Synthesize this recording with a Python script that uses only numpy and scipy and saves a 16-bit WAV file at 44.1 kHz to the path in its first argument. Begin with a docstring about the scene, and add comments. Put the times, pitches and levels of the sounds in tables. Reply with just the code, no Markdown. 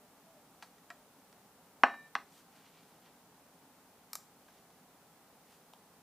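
"""Key and switch at a quiet workbench

One close microphone hears light tool taps, a stiff key pressed and let go with a thin metal ring after
it, the double tick of a small switch, hands brushing cloth and a few faint far tones. Contacts ring banks
of modes under a noisy crack; cloth is dense random snaps in bands; far tones are swelling sines.
Shaped noise makes the low room hum; each channel adds its own preamplifier hiss."""
import sys
import numpy as np
from scipy import signal
from scipy.fft import rfft, irfft
from scipy.io import wavfile

SR = 44100
rng = np.random.default_rng(int(sys.argv[2]) if len(sys.argv) > 2 else 0)


def volts_from_db(level):
    """Convert decibel levels to linear amplitude ratios."""
    exponent = np.asarray(level, float) / 20
    return 10 ** exponent


def wrap_up_sound(samples):
    """Save the sound to the file named by the first command line argument, as 16-bit audio."""
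    columns = np.atleast_2d(samples).T
    # keep every value between -1 and 1, then stretch to whole-number steps
    tamed = np.clip(columns, -1, 1)
    steps = np.round(tamed * 32767).astype(np.int16)
    wavfile.write(sys.argv[1], SR, steps)


N = 265570  # length in samples


def rms_one(x):
    """Scale to rms 1."""
    return x / np.sqrt(np.mean(x ** 2) + 1e-20)


def at_hz(points, hz):
    """Read a (Hz, value) table on a log frequency axis."""
    table_hz, values = np.array(points).T
    return np.interp(np.log(hz), np.log(table_hz), values)


def band(x, low_hz, high_hz):
    """Butterworth band-pass."""
    return signal.sosfilt(signal.butter(2, [low_hz, high_hz], "band", fs=SR, output="sos"), x)


def bass_cut(x, hz):
    """Butterworth high-pass."""
    return signal.sosfilt(signal.butter(2, hz, "high", fs=SR, output="sos"), x)


def swell(s, hold_s, db, rise_db_per_s, fall_db_per_s):
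    """Gain that climbs to its level at time s, holds, then sinks."""
    t = np.arange(N) / SR - s
    rise_db = rise_db_per_s * np.maximum(-t, 0)
    fall_db = fall_db_per_s * np.maximum(t - hold_s, 0)
    return volts_from_db(db - rise_db - fall_db)


def add(out, sound, s, db):
    """Place a sound at time s with peak level db."""
    at = round(s * SR)
    out[at:at + len(sound)] += volts_from_db(db) * sound[:N - at] / np.abs(sound).max()


def ring(force, modes, tilt_db):
    """Parallel damped modes of alternating sign; a harder contact tilts them up, in dB per octave."""
    out = 0
    for k, (hz, db, t60) in enumerate(modes):
        radius = volts_from_db(-60 / (t60 * SR))
        w = 2 * np.pi * hz / SR
        level = volts_from_db(db + tilt_db * np.log2(hz / 1000))
        gain = (-1) ** k * level * np.sin(w)
        out = out + signal.lfilter([0, gain], [1, -2 * radius * np.cos(w), radius ** 2], force)
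    return out


def chatter(chatter_ms):
    """A dying flurry of micro-bounces as decaying noise, energy 1."""
    t = np.arange(SR // 2) / SR
    force = rng.standard_normal(len(t)) * np.exp(-t * 1000 / chatter_ms)
    return force / np.sqrt(np.sum(force ** 2)) + 1e-18


def crack(force, spectrum, tilt_db):
    """The contact itself, too dense in modes to ring: a flurry through weighted half-octave bands."""
    edges = 125 * 2. ** np.arange(0, 7.1, .5)
    centres = np.sqrt(edges[1:] * edges[:-1])
    gains = volts_from_db(at_hz(spectrum, centres) + tilt_db * np.log2(centres / 1000))
    out = 0
    for k, gain in enumerate(gains):
        out = out + (-1) ** k * gain * band(force, edges[k], edges[k + 1])
    return out


def blows(events, modes, spectrum, chatter_db):
    """A clean first touch and its chatter ring the body; the crack sits on top."""
    out = np.zeros(N)
    for s, db, tilt_db, chatter_ms, crack_db in events:
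        force = volts_from_db(chatter_db) * chatter(chatter_ms)
        force[0] = 1  # the clean touch
        body = ring(force, modes, tilt_db)
        contact = volts_from_db(crack_db) * crack(chatter(chatter_ms), spectrum, tilt_db)
        add(out, body + contact, s, db)
    return out


# Tone colour of the room's hum. Each row: frequency in Hz, relative density in dB per Hz.
HUM_SPECTRUM = [(18, -58.5), (33, -26.5), (50, -17), (70, -17.5), (107, -12), (131, -11.5), (165, -3),
                (229, -5.5), (264, -3), (365, -12.5), (392, -7.5), (637, -10), (834, -6.5), (896, -9.5),
                (1430, -15), (2200, -22.5), (3500, -28.5), (8000, -36.5)]


def hum():
    """Steady air and fan noise, shaped by the low resonances of the room."""
    level_db = -64.5  # rms
    hz = np.fft.rfftfreq(N, 1 / SR) + 1  # 1 Hz up, to keep the log finite
    spectrum = rfft(rng.standard_normal(N)) * volts_from_db(at_hz(HUM_SPECTRUM, hz))
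    return volts_from_db(level_db) * rms_one(irfft(spectrum, N))


# Faint far tones. Each row: start of full strength in seconds, hold in seconds, pitch in Hz,
# rms level at full strength in dB.
FAR_TONES = [(0.038, 0.036, 597, -71.5), (.265, 0.1, 658, -68), (0.368, .012, 598, -64.5),
             (0.874, 0.19, 606, -75)]


def far_tones():
    """Soft short sines of unknown source, each under its own swell."""
    t = np.arange(N) / SR
    out = 0
    for s, hold_s, hz, db in FAR_TONES:
        gain = swell(s, hold_s, db, rise_db_per_s=350, fall_db_per_s=600)
        out = out + np.sqrt(2) * gain * np.sin(2 * np.pi * hz * (t - s))
    return out


# Hand strokes on cloth. Each row: start of full strength in seconds, hold in seconds,
# level before the bass cut in dB, centre of the colour in Hz, its width in octaves.
CLOTH_STROKES = [(0.63, .004, -69, 5000, 1.3), (2.329, 0.066, -65.5, 5500, 1.3),
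                 (2.562, .02, -66, 2400, 1.4), (2.664, 0.01, -65.5, 2960, 0.92),
                 (2.771, .025, -67.5, 2900, 0.75), (2.88, .07, -74, 5000, 1.4),
                 (3.06, .012, -67.5, 2920, 0.68), (4.48, .11, -72.5, 3600, 1.1),
                 (5.5, .03, -70.5, 4470, 2.2), (5.536, .006, -71, 5000, 2.1)]


def brushing():
    """Dense fibre snaps dealt to a bank of bands; each stroke has its own colour."""
    grain_db, snaps_per_s = 3.0, 7000  # mean spread of snap size, mean rate
    sizes = volts_from_db(grain_db * rng.exponential(1, (2, N))) * rng.choice([-1, 1], (2, N))
    snaps = sizes * (rng.random((2, N)) < snaps_per_s / SR)
    centres = 700 * 2 ** np.arange(0, 4.5, .5)
    bank = []
    for k, hz in enumerate(centres):
        # neighbouring bands draw on different snaps
        bank.append(rms_one(band(snaps[k % 2], hz / 2 ** .3, hz * 2 ** .3)))
    bank = np.array(bank)
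    out = 0
    for s, hold_s, db, centre_hz, octaves in CLOTH_STROKES:
        shares = np.exp(-(np.log2(centres / centre_hz) / octaves) ** 2 / 2)
        coloured = (shares @ bank) / np.linalg.norm(shares)
        out = out + swell(s, hold_s, db, rise_db_per_s=270, fall_db_per_s=260) * coloured
    return out


# Tool taps on the board. Each row: start in seconds, peak level before the bass cut in dB,
# brightness in dB per octave, chatter time constant in ms, crack boost in dB.
TOOL_TAPS = [(.6245, -38.5, 2.5, 8.7, 19.5), (.782, -55, 2, 1.4, 20), (.9028, -37.5, 3.5, 6.4, 4),
             (1.327, -52, 1, 2.1, 28), (2.404, -56, 5, 3.0, 8), (4.484, -54, 0, 4.1, 16),
             (4.704, -52.5, 2.5, 1.3, 35), (5.7352, -45.5, 1.5, 1.3, 34)]
# Modes of the board. Each row: frequency in Hz, relative level in dB, 60 dB decay time in seconds.
BOARD_MODES = [(700, -10, 0.12), (1000, -2, 0.02), (1193, -5.5, 0.046), (1327, -7.5, 0.053),
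               (1646, 2, 0.014), (1920, -2.5, 0.018), (2350, 1.5, 0.0032), (3420, -15, .012),
               (3820, -19.5, .012), (5000, -10, 0.0036), (7540, -18, 0.0082)]
# Colour of the tool's contact. Each row: frequency in Hz, relative band gain in dB.
BOARD_CONTACT = [(300, -26), (800, 18), (2000, -1), (4000, 1), (8000, -11), (16000, -20)]


def tool_taps():
    """Light taps set the short modes of the board ringing."""
    return blows(TOOL_TAPS, BOARD_MODES, BOARD_CONTACT, chatter_db=-2.5)


# The double tick. Each row: start in seconds, peak level before the bass cut in dB,
# brightness in dB per octave, chatter time constant in ms, crack boost in dB.
SWITCH_TICKS = [(4.1319, -24.5, 0.2, 1.8, 11), (4.1540, -24, 0, 1.8, 11)]
# Modes of the switch. Each row: frequency in Hz, relative level in dB, 60 dB decay time in seconds.
SWITCH_MODES = [(870, -11.5, 0.012), (1245, -12, 0.023), (1690, -10, .006), (2280, -12, 0.0078),
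                (4460, -20, 0.0033), (5320, -7, 0.007), (6970, -7.5, 0.0032), (9740, -7.5, 0.0051),
                (11900, -8.5, 0.0099), (14540, -6, .006)]
# Colour of the switch contact. Each row: frequency in Hz, relative band gain in dB.
SWITCH_CONTACT = [(400, -22), (1000, -2), (2200, -5), (3600, -7), (5600, 11), (9500, -4.5), (14500, 0),
                  (16500, -6)]


def switch_ticks():
    """Two bright ticks of a small switch, from very short modes and a crisp crack."""
    return blows(SWITCH_TICKS, SWITCH_MODES, SWITCH_CONTACT, chatter_db=-5.5)


# Key blows: down, rebound, up, rebound. Each row: start in seconds, peak level before the bass cut in dB,
# brightness in dB per octave, chatter time constant in ms, crack boost in dB.
KEY_BLOWS = [(1.8349, -6, 0, 1.8, 7), (1.940, -38.5, 0.5, 4, 4), (2.1523, -18, 2, 1.4, 16),
             (2.161, -34, 0.5, 2.4, 20)]
# Modes of the key's body. 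Each row: frequency in Hz, relative level in dB, 60 dB decay time in seconds.
KEY_MODES = [(233, -25.5, 0.06), (430, -21, 0.012), (510, -25, .03), (620, -14, 0.017), (710, -12.5, .05),
             (803, -13.5, 0.073), (910, -11, 0.037), (1097, 0, 0.014), (1290, -10, 0.023),
             (1403, -9.5, .02), (1554, -3, 0.015), (1709.5, -12.5, 0.05), (2016, -11.5, 0.021),
             (2250, -27.5, 0.036), (2450, -17.5, 0.026), (2640, -22.5, 0.029), (2870, -17, 0.011)]
# Modes of the thin metal. Each row: frequency in Hz, relative level in dB, 60 dB decay time in seconds.
METAL_MODES = [(1152, -10, 0.46), (1772, -9.5, 0.82), (1787, -3, 0.7), (2326, -25, 1), (2391, -21, .7),
               (2885, -26, .6), (3849, -26, .9), (8672, -37, .3), (11900, -40, .3)]
# Colour of the key's contact. Each row: frequency in Hz, relative band gain in dB.
KEY_CONTACT = [(150, -27), (400, -4.5), (1500, 1.5), (3000, -7), (3700, -14.5), (5000, -9), (8000, -32),
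               (12000, -40), (16000, -51)]


def key():
    """Plastic knock, and a thin metal part that rings on after the first blow."""
    metal_db = -35.5  # peak before the bass cut
    stop_s, damp_db_per_s = 2.06, 200  # the finger easing off damps the ring
    impulse = np.r_[1, np.full(SR // 2, 1e-18)]
    metal = np.zeros(N)
    add(metal, ring(impulse, METAL_MODES, 0), KEY_BLOWS[0][0], metal_db)
    damping = volts_from_db(-damp_db_per_s * np.maximum(np.arange(N) / SR - stop_s, 0))
    knock = blows(KEY_BLOWS, KEY_MODES, KEY_CONTACT, chatter_db=-11.0)
    return knock + damping * metal


# Decay of the room. Each row: frequency in Hz, 60 dB decay time in seconds.
ROOM_DECAY = [(250, 0.37), (1000, 0.21), (3000, .22), (8000, 0.34), (15000, .17)]


def room(x):
    """Quick scatter off the bench clutter, then diffuse reflections that die band by band."""
    walls_db, gap_s = -12, 0.0019
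    bench_db, bench_t60_s, bench_rise_s = -14, .05, 0.0041
    t = np.arange(SR // 2) / SR
    edges = 100 * 2 ** np.arange(0, 8, .5)
    walls = 0
    for low, high in zip(edges, edges[1:]):
        decay = volts_from_db(-60 * t / at_hz(ROOM_DECAY, np.sqrt(low * high)))
        walls = walls + band(rng.standard_normal(len(t)), low, high) * decay
    walls = walls * np.clip(t / gap_s - 1, 0, 1)  # silent for one gap, fades in over the next
    bench = rng.standard_normal(len(t)) * volts_from_db(-60 * t / bench_t60_s) * np.clip(t / bench_rise_s, 0, 1)
    tail = volts_from_db(walls_db) * walls / np.linalg.norm(walls)
    tail = tail + volts_from_db(bench_db) * bench / np.linalg.norm(bench)
    return signal.fftconvolve(x, tail)[:N]


def scene():
    """One microphone feeds both channels; small close objects radiate little bass."""
    near = bass_cut(brushing() + tool_taps() + switch_ticks() + key(), 169)
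    mono = hum() + far_tones() + near + room(near)
    return np.array([mono, mono])


def band_limit(x):
    """A steep low-pass at the top of the band."""
    return signal.sosfilt(signal.butter(12, 16480, fs=SR, output="sos"), x)


def record(dry):
    """White hiss of its own in each channel, thinned in the bass, then a steep top cut."""
    hiss_db = -66  # rms before its bass cut
    hiss = volts_from_db(hiss_db) * bass_cut(rng.standard_normal((2, N)), 150)
    top_cut = signal.cheby2(16, 40, 15750, fs=SR, output="sos")  # 40 dB down from 15750 Hz
    mix = signal.sosfilt(top_cut, dry + hiss)
    return band_limit(mix)


dry = scene()
out = record(dry)
wrap_up_sound(out)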